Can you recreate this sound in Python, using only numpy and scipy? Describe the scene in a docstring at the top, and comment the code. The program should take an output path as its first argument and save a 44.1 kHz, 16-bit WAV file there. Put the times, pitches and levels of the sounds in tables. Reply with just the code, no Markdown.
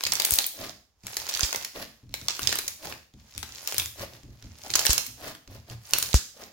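"""Kneading foam-bead slime

Two hands knead a lump of slime on a table, close to the microphone, in a bare room.
Each squeeze bursts trapped air: loud pops over a fine crackle, and now and then a jet of air that
hits the microphone. Between squeezes the fingers peel off with a soft squelch, and the lump thuds
on the table as the hands shove it."""
import sys
import numpy as np
from scipy import signal
from scipy.fft import rfft, irfft
from scipy.io import wavfile

SR = 44100
rng = np.random.default_rng(int(sys.argv[2]) if len(sys.argv) > 2 else 0)


def wav_out(sig):
    """Save sig, one row per channel (or a flat mono array), as 16-bit PCM at SR to the path in sys.argv[1]."""
    wavfile.write(sys.argv[1], SR, np.round(np.clip(np.atleast_2d(sig).T, -1, 1) * 32767).astype(np.int16))


N = 287532
TIME = np.arange(N) / SR


def from_db(db):
    """Decibels to gain."""
    return 10 ** (np.asarray(db) / 20)


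def rms_one(x):
    """Scale to an rms of 1."""
    return x / np.sqrt(np.mean(x ** 2) + 1e-20)


def energy_one(x):
    """Scale each channel to an energy of 1."""
    return x / np.sqrt(np.sum(x ** 2, axis=-1, keepdims=True) + 1e-20)


def at_hz(points, hz):
    """Read a table on a log-frequency axis."""
    point_hz, value = np.transpose(points)
    return np.interp(np.log(np.maximum(hz, 1)), np.log(point_hz), value)


def band(x, low_hz, high_hz):
    """Butterworth band-pass."""
    return signal.sosfilt(signal.butter(2, [low_hz, high_hz], "band", fs=SR, output="sos"), x)


def split(x, hz, order=3):
    """The lows and highs of a crossover whose sum is flat."""
    filters = [signal.butter(order, hz, kind, fs=SR, output="sos") for kind in ("low", "high")]
    return [signal.sosfilt(sos, x) for sos in filters]


def resonate(x, hz, width_hz):
    """One resonance, with a gain of 1 at its peak."""
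    radius = np.exp(-np.pi * width_hz / SR)
    feedback = [1, -2 * radius * np.cos(2 * np.pi * hz / SR), radius ** 2]
    return signal.lfilter(np.array([1, 0, -1]) * (1 - radius ** 2) / 2, feedback, x + 1e-18)


def colour(x, eq, size=4096):
    """Minimum-phase EQ: nothing rings ahead of an attack."""
    hz = np.arange(size // 2 + 1) * SR / size
    cepstrum = irfft(np.log(from_db(at_hz(eq, hz))))
    cepstrum[1:size // 2] *= 2
    cepstrum[size // 2 + 1:] = 0
    impulse = irfft(np.exp(rfft(cepstrum)))
    return signal.fftconvolve(x, impulse[None], axes=-1)[:, :x.shape[-1]]


def stereo_noise(shared, size):
    """White noise at the two microphone ports, with a fraction of its power common to both."""
    return np.sqrt(shared) * rng.standard_normal(size) + np.sqrt(1 - shared) * rng.standard_normal((2, size))


def pan(db):
    """Constant-power gains; a pan in dB is the level of left over right."""
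    gains = from_db(np.array([[.5], [-.5]]) * db)
    return gains / np.sqrt(np.mean(gains ** 2, axis=0))


def delayed(x, s):
    """Delay by whole samples; a negative time gives no delay."""
    lag = int(np.clip(s * SR, 0, x.shape[-1] - 1))
    return np.pad(x, [(0, 0)] * (x.ndim - 1) + [(lag, 0)])[..., :x.shape[-1]]


def add(out, s, sound):
    """Mix a sound in at a time."""
    start = int(np.clip(round(s * SR), 0, N - 1))
    out[:, start:start + sound.shape[-1]] += sound[:, :N - start]


def grains(per_s, spread_db, cycles, low_hz, high_hz, pitches):
    """Random tiny bursts of uneven size; each pitch has its own place between the hands."""
    sizes = from_db(spread_db * np.minimum(rng.exponential(1, N), 3.5)) * rng.choice([-1, 1], N)
    clicks = sizes * (rng.random(N) < per_s / SR)
    pitch_index, out = rng.integers(0, pitches, N), np.zeros((2, N))
    for k, hz in enumerate(np.geomspace(low_hz, high_hz, pitches)):
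        ring = resonate(clicks * (pitch_index == k), hz, hz / cycles)
        left_lag = rng.integers(-12, 8)
        out += np.array([np.roll(ring, left_lag), ring]) * pan(rng.normal(0, 4.4))
    return rms_one(out)


def grip_db(squeeze, s):
    """Crackle level in one squeeze: it swells as the fist tightens and sags as the air runs out."""
    start, tighten_s, ease_s, db, swell_db, sag_db, *_ = squeeze
    return db + np.interp(s - start, [0, tighten_s, tighten_s + ease_s], [-swell_db, 0, -sag_db])


def moments(squeeze, count):
    """Random times scattered through one squeeze."""
    start, tighten_s, ease_s, *_ = squeeze
    return start + (tighten_s + ease_s) * (np.arange(count) + rng.random(count)) / count


# The light rustle of fingers shifting on the lump. Each row: time in seconds, level in dB.
FINGER_RUSTLE = [(0, -66), (.73, -62), (.86, -92), (1.0, -73), (1.9, -62), (2.05, -73), (2.2, -62),
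                 (2.97, -60), (3.1, -80), (3.2, -61), (4.2, -62), (4.32, -70), (4.46, -58), (5.3, -63),
                 (5.44, -73), (5.55, -64), (6.52, -67)]
# The squeezes. Each row: start, tightening and easing in seconds, crackle level at the tightest in dB,
# swell up to it in dB, sag after it in dB, fizz against crackle at the tightest in dB, pan in dB.
SQUEEZES = [(0.02, .27, .14, -40.5, 6, 1, -1, 1), (1.07, .35, .21, -38, 8, 8, -3.5, -1),
            (2.14, .36, .19, -38, 17, 14, -3, 1), (3.28, .43, .11, -41, 19, 4, -5, 0),
            (4.58, .22, .22, -36.5, 19, 10, -3.5, 1), (5.84, .14, .19, -39, 16, 11, -1, 0)]


def kneading(grab_s=.02, let_go_s=.02, peel_db=-7, touch_fizz_db=-9, fizz_db_per_db=.2):
    """Crackle envelope, fizz envelope and pan from light touches, peels, squeezes and flurries."""
    rustle = from_db(np.interp(TIME, *np.transpose(FINGER_RUSTLE)))
    crackle_gain = np.hypot(rustle, from_db(peel_db) * peel_envelope())  # a peel tears bubbles too
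    fizz_gain, pan_db = crackle_gain * from_db(touch_fizz_db), 0
    for squeeze in SQUEEZES:
        start, tighten_s, ease_s, tightest_db, *_, fizz_db, squeeze_pan_db = squeeze
        outside = np.maximum((start - TIME) / grab_s, (TIME - start - tighten_s - ease_s) / let_go_s)
        db = grip_db(squeeze, TIME)
        grip = from_db(db) * np.exp(-np.maximum(outside, 0))
        brightness = from_db(fizz_db + fizz_db_per_db * (db - tightest_db))  # a looser fist is duller
        pan_db = np.where(grip > crackle_gain, squeeze_pan_db, pan_db)
        crackle_gain = np.hypot(crackle_gain, grip)
        fizz_gain = np.hypot(fizz_gain, grip * brightness)
    return *np.hypot([crackle_gain, fizz_gain], flurries()), pan_db


# The tone of the little bubbles. Each row: frequency in Hz, gain in dB.
CRACKLE_EQ = [(150, -14.5), (300, -6.5), (700, -4.5), (1400, -7), (2500, -5.5), (3800, -5.5), (5000, -2.5),
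              (7100, -3), (9000, -29.5), (16000, -31)]


def crackle(peak_per_s=950, hiss_db=-9, fizz_hiss_db=-8):
    """A light touch rustles; a harder grip bursts more and louder bubbles over the hiss of leaking air."""
    crackle_gain, fizz_gain, pan_db = kneading()
    force = crackle_gain / crackle_gain.max() + .0014
    rate, bursting = peak_per_s * force ** .06, force ** .28
    bubbles = grains(rate, spread_db=5.5, cycles=.92, low_hz=378, high_hz=7950, pitches=12) * bursting
    bubbles = colour(bubbles + from_db(hiss_db) * stereo_noise(.2, N), CRACKLE_EQ)
    fizz = grains(rate, spread_db=5, cycles=1.2, low_hz=7500, high_hz=15000, pitches=6) * bursting
    fizz = band(fizz + from_db(fizz_hiss_db) * stereo_noise(.083, N), 6800, 17000)
    # the blend of bursts and hiss sets the texture, the envelopes alone set the level
    blend = np.hypot(bursting, from_db(hiss_db))
    return (rms_one(bubbles / blend) * crackle_gain + rms_one(fizz / blend) * fizz_gain) * pan(pan_db)


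# The big air pockets bursting. Each row: start in seconds, crack level in dB, cavity pitch in Hz,
# low body level in dB, top fizz level in dB, pan in dB, time for the tear to fall 60 dB in seconds.
BIG_POPS = [(.0079, -33, 3300, -36, -43, 2, .006), (.0371, -22, 5300, -36, -28, 3, .01),
            (.0523, -24, 5400, -43, -36, -3, .003), (.0661, -24, 5900, -32, -43, 2, .002),
            (.07, -26, 6300, -39, -29, 2, .012), (.1207, -19, 6000, -35, -24, -10, .019),
            (.1356, -33, 3800, -33, -21, 4, .008), (.1541, -24, 4900, -53, -31, -6, .004),
            (.1992, -19, 5000, -27, -23, 6, .02), (.2197, -25, 7000, -55, -24, -11, .005),
            (.249, -23, 7000, -47, -17, -2, .005), (.252, -25, 4200, -34, -18, 0, .002),
            (.308, -25, 6400, -36, -15, 9, .004), (.3205, -30, 6800, -45, -22, 0, .003),
            (.3382, -24, 6800, -53, -16, 6, .005), (.3564, -34, 7100, -48, -21, 4, .016),
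            (.3859, -33, 4700, -31, -18, 3, .007), (.388, -15, 5100, -32, -24, -2, .004),
            (.4423, -27, 6500, -49, -45, 1, .006), (.4652, -46, 7400, -53, -21, 3, .02),
            (.6949, -37, 4600, -53, -56, -9, .002), (1.068, -33, 6100, -43, -33, 1, .008),
            (1.1682, -24, 7300, -34, -25, 1, .013), (1.2893, -28, 5100, -49, -29, 2, .05),
            (1.3388, -27, 4900, -48, -36, -7, .015), (1.3497, -26, 5000, -56, -48, -5, .007),
            (1.3734, -30, 5600, -45, -35, -12, .016), (1.394, -31, 6800, -29, -31, 7, .007),
            (1.4079, -21, 5900, -48, -29, -12, .004), (1.4329, -20, 4900, -35, -46, -7, .005),
            (1.528, -26, 6200, -30, -29, 4, .01), (1.5464, -42, 2000, -27, -33, 1, .012),
            (1.5595, -26, 6200, -39, -28, -3, .014), (1.6476, -28, 5400, -40, -30, 0, .017),
            (2.1403, -27, 2500, -35, -30, 2, .012), (2.284, -19, 5300, -32, -28, 1, .007),
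            (2.3059, -28, 5400, -39, -38, -7, .018), (2.393, -35, 5000, -30, -32, 4, .009),
            (2.4313, -29, 6100, -54, -33, -2, .005), (2.4732, -15, 5700, -33, -25, -10, .002),
            (2.4925, -24, 4200, -41, -37, 4, .003), (2.5264, -23, 2000, -26, -29, 2, .016),
            (2.5555, -35, 2000, -32, -23, -4, .012), (2.587, -25, 4500, -32, -24, 1, .03),
            (2.6794, -25, 6800, -47, -25, 1, .02), (2.924, -37, 2000, -35, -55, 2, .012),
            (3.3788, -32, 5100, -45, -32, 6, .003), (3.4287, -31, 2500, -35, -36, 5, .024),
            (3.6748, -24, 5500, -46, -23, 5, .003), (3.7234, -33, 6800, -32, -31, 2, .005),
            (3.7443, -37, 7200, -37, -29, 2, .006), (3.7661, -36, 4600, -58, -38, -6, .003),
            (3.7813, -22, 5600, -42, -17, 4, .016), (3.7975, -22, 4400, -39, -25, -2, .02),
            (3.8589, -33, 4200, -48, -30, -1, .002), (4.7026, -29, 4400, -40, -36, -2, .017),
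            (4.7375, -21, 4300, -38, -38, -7, .016), (4.7546, -17, 6300, -26, -27, 1, .003),
            (4.7574, -15, 6000, -38, -19, 7, .012), (4.792, -19, 5300, -43, -23, -4, .026),
            (4.852, -23, 2000, -27, -25, 5, .014), (4.8597, -27, 7500, -51, -16, 2, .005),
            (4.8661, -16, 5000, -27, -21, -11, .008), (4.905, -19, 7100, -30, -25, 7, .024),
            (4.931, -21, 6900, -35, -17, -4, .016), (4.9793, -19, 5500, -38, -19, -7, .018),
            (5.0647, -34, 6700, -47, -32, 5, .026), (5.3502, -46, 3000, -44, -49, 0, .008),
            (5.935, -14, 6000, -26, -18, -1, .012), (5.9849, -31, 6700, -38, -18, 3, .008),
            (6.0261, -22, 6400, -34, -22, 0, .014), (6.1308, -27, 6200, -44, -42, -16, .006),
            (6.1431, -23, 7200, -27, -24, 4, .002)]


def pops(snap=2.6, bounce=.36, flutter_db=-26, flutter_t60=.045, cavity_db=-2, lag_s_per_db=.00003):
    """A film snaps, the sound bounces off the table, the torn edge flutters and the open cavity rings."""
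    out, t = np.zeros((2, N)), np.arange(2400) / SR
    for s, crack_db, cavity_hz, body_db, fizz_db, pan_db, t60 in BIG_POPS + ticks() + small_pops():
        bounce_s = rng.uniform(.0004, .001)
        tear = stereo_noise(.25, t.size) * from_db(-60 * t / max(t60, .003))
        tear[:, 0] -= snap
        flutter = stereo_noise(.25, t.size) * from_db(flutter_db - 60 * t / flutter_t60)
        burst = tear + bounce * delayed(tear, bounce_s) + flutter
        below_fizz, fizz = split(burst, hz=7600, order=7)
        body, crack = split(below_fizz, hz=2520)
        _, body = split(body, hz=330)
        crack = crack + from_db(cavity_db) * resonate(crack, cavity_hz, width_hz=2600)
        layers = [(crack_db, crack), (body_db, body), (fizz_db, fizz)]
        pop = sum(from_db(db) * energy_one(layer) for db, layer in layers)
        lag_s = pan_db * lag_s_per_db  # the nearer port hears it a moment sooner
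        pop = np.array([delayed(pop[0], -lag_s), delayed(pop[1], lag_s)])
        add(out, s, pop * np.sqrt(.005 * SR) * pan(pan_db))  # levels count as rms over 5 ms
    return out


def flurries(against_pop_db=-14.5, decay_s=.018):
    """Tiny bubbles follow each big pop out of its hole: a crackle envelope and a fizz envelope."""
    s, crack_db, _, _, fizz_db, *_ = np.transpose(BIG_POPS)
    power = np.zeros((2, N))
    power[:, (s * SR).astype(int)] = from_db(np.array([crack_db, fizz_db]) + against_pop_db) ** 2
    return np.sqrt(signal.lfilter([1], [1, -np.exp(-2 / (decay_s * SR))], power + 1e-18))


def small_pops(above_grip_db=4, body_db=-16, cavity_hz=5500, t60=.008):
    """Lesser pockets burst at random in each squeeze, as strong as the grip; rows for pops()."""
    rows = []
    for squeeze in SQUEEZES:
        *_, fizz_db, pan_db = squeeze
        for s in moments(squeeze, count=5):
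            # each pop strays a little: pitch in octaves, the rest in dB
            level, octaves, body, fizz, side = rng.normal(0, [2, .2, 3, 3, 5])
            db = grip_db(squeeze, s) + above_grip_db + level
            hz = cavity_hz * 2 ** octaves
            rows.append((s, db, hz, db + body_db + body, db + fizz_db + fizz, pan_db + side, t60))
    return rows


# A hand lands on the lump and shoves it against the table.
# Each row: start in seconds, thud level in dB before the trim, sticky tick level in dB.
LANDINGS = [(.05, -41, -50), (1.035, -41, -53), (2.029, -41, -70), (2.093, -38, -58), (2.214, -39, -42),
            (2.42, -33.5, -45), (3.138, -39, -57), (3.35, -44, -46), (3.364, -36, -48), (3.775, -35, -45),
            (3.995, -35, -43), (4.135, -45, -48), (4.233, -36, -53), (4.28, -37, -66), (4.425, -41, -47),
            (4.442, -35, -53), (4.696, -40, -48), (5.075, -41, -50), (5.476, -37, -48), (5.549, -42, -54),
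            (5.699, -34, -42), (5.92, -39, -46)]
# The tone of the table's rumble. Each row: frequency in Hz, gain in dB.
TABLE_EQ = [(25, -12), (50, -0.5), (80, -2.5), (118, -3), (165, -11.5), (260, -10), (400, -21.5),
            (900, -39), (3000, -61)]


def thuds(trim_db=-5.5, rise_s=.0015, t60=.21):
    """The soft lump shoves the table, which rumbles briefly."""
    out, t = np.zeros((2, N)), np.arange(12000) / SR
    push = (1 - np.exp(-t / rise_s)) * from_db(-60 * t / t60)
    for s, db, *_ in LANDINGS + nudges():
        rumble = colour(stereo_noise(.97, t.size) * push, TABLE_EQ)
        add(out, s, energy_one(rumble) * np.linalg.norm(push) * from_db(db + trim_db))
    return out


def ticks(body_db=-8, fizz_db=-10, cavity_hz=4500, t60=.012):
    """Skin meeting the slime traps a little air, which pops dully; rows for pops()."""
    return [(s, db, cavity_hz, db + body_db, db + fizz_db, 0, t60) for s, _, db in LANDINGS]


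def nudges(shove_db=-45.5, spread_db=1.5, tug_db=-4):
    """Light shoves during each squeeze, and a tug on the table as each peel begins; rows for thuds()."""
    shoves = [(s, rng.normal(shove_db, spread_db))
              for squeeze in SQUEEZES for s in moments(squeeze, count=3)]
    tugs = [(s - half_s, db + tug_db) for s, db, half_s in PEELS]
    return shoves + tugs


# Jets of air that hit the microphone. Each row: start in seconds, wind level in dB,
# the rate its swing settles to in Hz, length of the swell in seconds, hiss level in dB.
AIR_JETS = [(0.321, -29, 51.5, 0.025, -29), (1.431, -24, 47.6, 0.025, -28.5),
            (4.894, -19, 45.6, 0.029, -21.5), (6.143, -7.8, 52.7, 0.03, -24.5)]
# The tone of a jet's hiss. Each row: frequency in Hz, gain in dB.
JET_EQ = [(300, -14.5), (1500, -28.5), (3000, -9.5), (5000, 1), (7200, 1.5), (9000, -9.5), (16000, -14)]


def air_jets(slap_s=.0011, snap_db=-11, snap_t60=.003, hiss_peak_s=.012, glide_s=.007, crossing_s=.00099):
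    """A big pocket vents: a snap, a slap of air, slowing swings of pressure on the membrane, a hiss."""
    wind, hiss, t = np.zeros((2, N)), np.zeros((2, N)), np.arange(8000) / SR
    slap = 1.04 * np.exp(-t / slap_s)
    snap = from_db(snap_db - 60 * t / snap_t60)  # the slime's skin gives way at once
    flow = t / hiss_peak_s * np.exp(1 - t / hiss_peak_s)  # then the jet builds up and runs out
    for s, wind_db, swing_hz, length_s, hiss_db in AIR_JETS:
        swell = np.sqrt(t / length_s) * np.exp(-(2 * t / length_s) ** 1.53)
        turns = np.cumsum(swing_hz * (1 + .52 * np.exp(-t / glide_s))) / SR
        swing = np.sin(2 * np.pi * turns) * swell / swell.max()
        draught = np.array([delayed(swing, crossing_s), swing])  # it crosses the right port first
        add(wind, s, from_db(wind_db) * (draught - slap))
        air = rms_one(colour(stereo_noise(.2, t.size), JET_EQ))
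        add(hiss, s, (snap + from_db(hiss_db) * flow) * air)
    return wind, hiss


def pull(s, half_s, threads_db=-13, threads_s=.055):
    """Envelope of one peel: a rounded swell, then a tail as the last threads let go."""
    t = np.clip(TIME - s, -1, 1)
    swell = np.exp(-.5 * np.minimum(np.abs(t / half_s), 10) ** 2)
    threads = (t > 0) * from_db(threads_db) * np.exp(-t / threads_s)
    return np.maximum(swell, threads)


# Fingers peeling off. Each row: time of the strongest pull in seconds, level in dB,
# half length in seconds.
PEELS = [(.635, -37.5, .044), (1.798, -36, .03), (2.883, -37, .04), (4.018, -39, .028), (4.15, -52, .025),
         (4.33, -66, .07), (4.665, -48, .022), (5.262, -39, .044), (5.545, -51, .03), (5.715, -46, .022),
         (6.43, -47, .042)]


def peel_envelope(uneven_db=3, slip_s=.012):
    """Envelope of all the peels; the skin comes free in uneven slips."""
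    knots = np.arange(0, N / SR + .1, slip_s)
    slips_db = uneven_db * np.interp(TIME, knots, rng.standard_normal(len(knots)))
    return rms_one(from_db(slips_db)) * sum(from_db(db) * pull(s, half_s) for s, db, half_s in PEELS)


# The tone of slime leaving the skin. Each row: frequency in Hz, gain in dB.
SQUELCH_EQ = [(60, -3.5), (150, -10), (300, -6), (460, -11.5), (630, -4.5), (880, -17.5), (1100, -10),
              (1420, -15.5), (1800, -12), (2900, -16), (5200, -14), (8000, -24), (16000, -15)]


def squelch(rub_db=-4, suck_db=-4.5):
    """Sticky threads let go in a dull patter, and hollows under the palm suck in air and ring."""
    patter = grains(2600, spread_db=4, cycles=1.6, low_hz=240, high_hz=10600, pitches=10)
    hollows = grains(330, spread_db=6, cycles=8, low_hz=450, high_hz=790, pitches=6)
    rub = from_db(rub_db) * stereo_noise(.73, N)
    threads = rms_one(colour(patter + rub, SQUELCH_EQ))
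    return rms_one(threads + from_db(suck_db) * hollows) * peel_envelope()


# The tone of the bare room's reverb. Each row: frequency in Hz, gain in dB.
REVERB_EQ = [(100, 11), (400, -2), (1000, 1.5), (2500, 4.5), (6500, -1), (9000, 0.5), (16000, 0.5)]
# The room's decay. Each row: frequency in Hz, time to fall 60 dB in seconds.
REVERB_T60 = [(150, 0.48), (800, 0.37), (2500, 0.39), (6000, 0.46), (15000, 0.45)]


def room_tail(predelay_s=.0009, build_s=.0014):
    """A diffuse tail that builds up within milliseconds and dies band by band."""
    t, tail = np.arange(32000) / SR, 0
    edges_hz = np.geomspace(70, 18000, 10)
    for low, high in zip(edges_hz, edges_hz[1:]):
        hz = np.sqrt(low * high)
        shared = 1 / (1 + (hz / 900) ** 2)  # centred lows, wide highs
        echoes = band(stereo_noise(shared, t.size), low, high)
        tail = tail + echoes * from_db(at_hz(REVERB_EQ, hz) - 60 * t / at_hz(REVERB_T60, hz))
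    return energy_one(tail * np.clip((t - predelay_s) / build_s, 0, 1))


def room(x, wet_db=-6.5, patterns=3, crossfades_per_s=22):
    """The hands keep moving, so the sound passes from one pattern of echoes to the next."""
    place, wet = TIME * crossfades_per_s, 0
    for k in range(patterns):
        distance = np.abs((place - k + patterns / 2) % patterns - patterns / 2)
        send = np.sqrt(np.clip(1 - distance, 0, 1))
        wet = wet + signal.fftconvolve(x * send, room_tail(), axes=-1)[:, :N]
    return from_db(wet_db) * wet


# The colour of the quiet background. Each row: frequency in Hz, gain in dB.
ROOM_TONE_EQ = [(25, -17.5), (60, 15), (120, -1.5), (250, -12.5), (1000, -12.5), (5000, -32.5),
                (16000, -47)]


def room_tone(level_db=-71):
    """A faint, steady low rumble under everything."""
    return from_db(level_db) * rms_one(colour(stereo_noise(.78, N), ROOM_TONE_EQ))


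def scene():
    """Slime and table sound in the room; the wind of the jets is only at the microphone."""
    wind, hiss = air_jets()
    slime = pops() + crackle() + squelch() + thuds() + hiss
    return slime + room(slime) + wind + room_tone()


# The two microphone ports differ in colour. Each row: frequency in Hz, left over right in dB.
PORT_BALANCE = [(300, 0), (1200, .4), (2500, -.3), (5000, -4.2), (7000, -2.5), (9000, 3), (16000, .5)]


def record(dry, ceiling=2.5, cutoff_hz=16100):
    """Each port adds its colour, the sharpest peaks are rounded off, and the top is cut."""
    left = colour(dry[:1], [(hz, db / 2) for hz, db in PORT_BALANCE])
    right = colour(dry[1:], [(hz, -db / 2) for hz, db in PORT_BALANCE])
    rounded = ceiling * np.tanh(np.vstack([left, right]) / ceiling)
    return signal.sosfilt(signal.ellip(10, .1, 70, cutoff_hz, fs=SR, output="sos"), rounded)


dry = scene()
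out = record(dry)
wav_out(out)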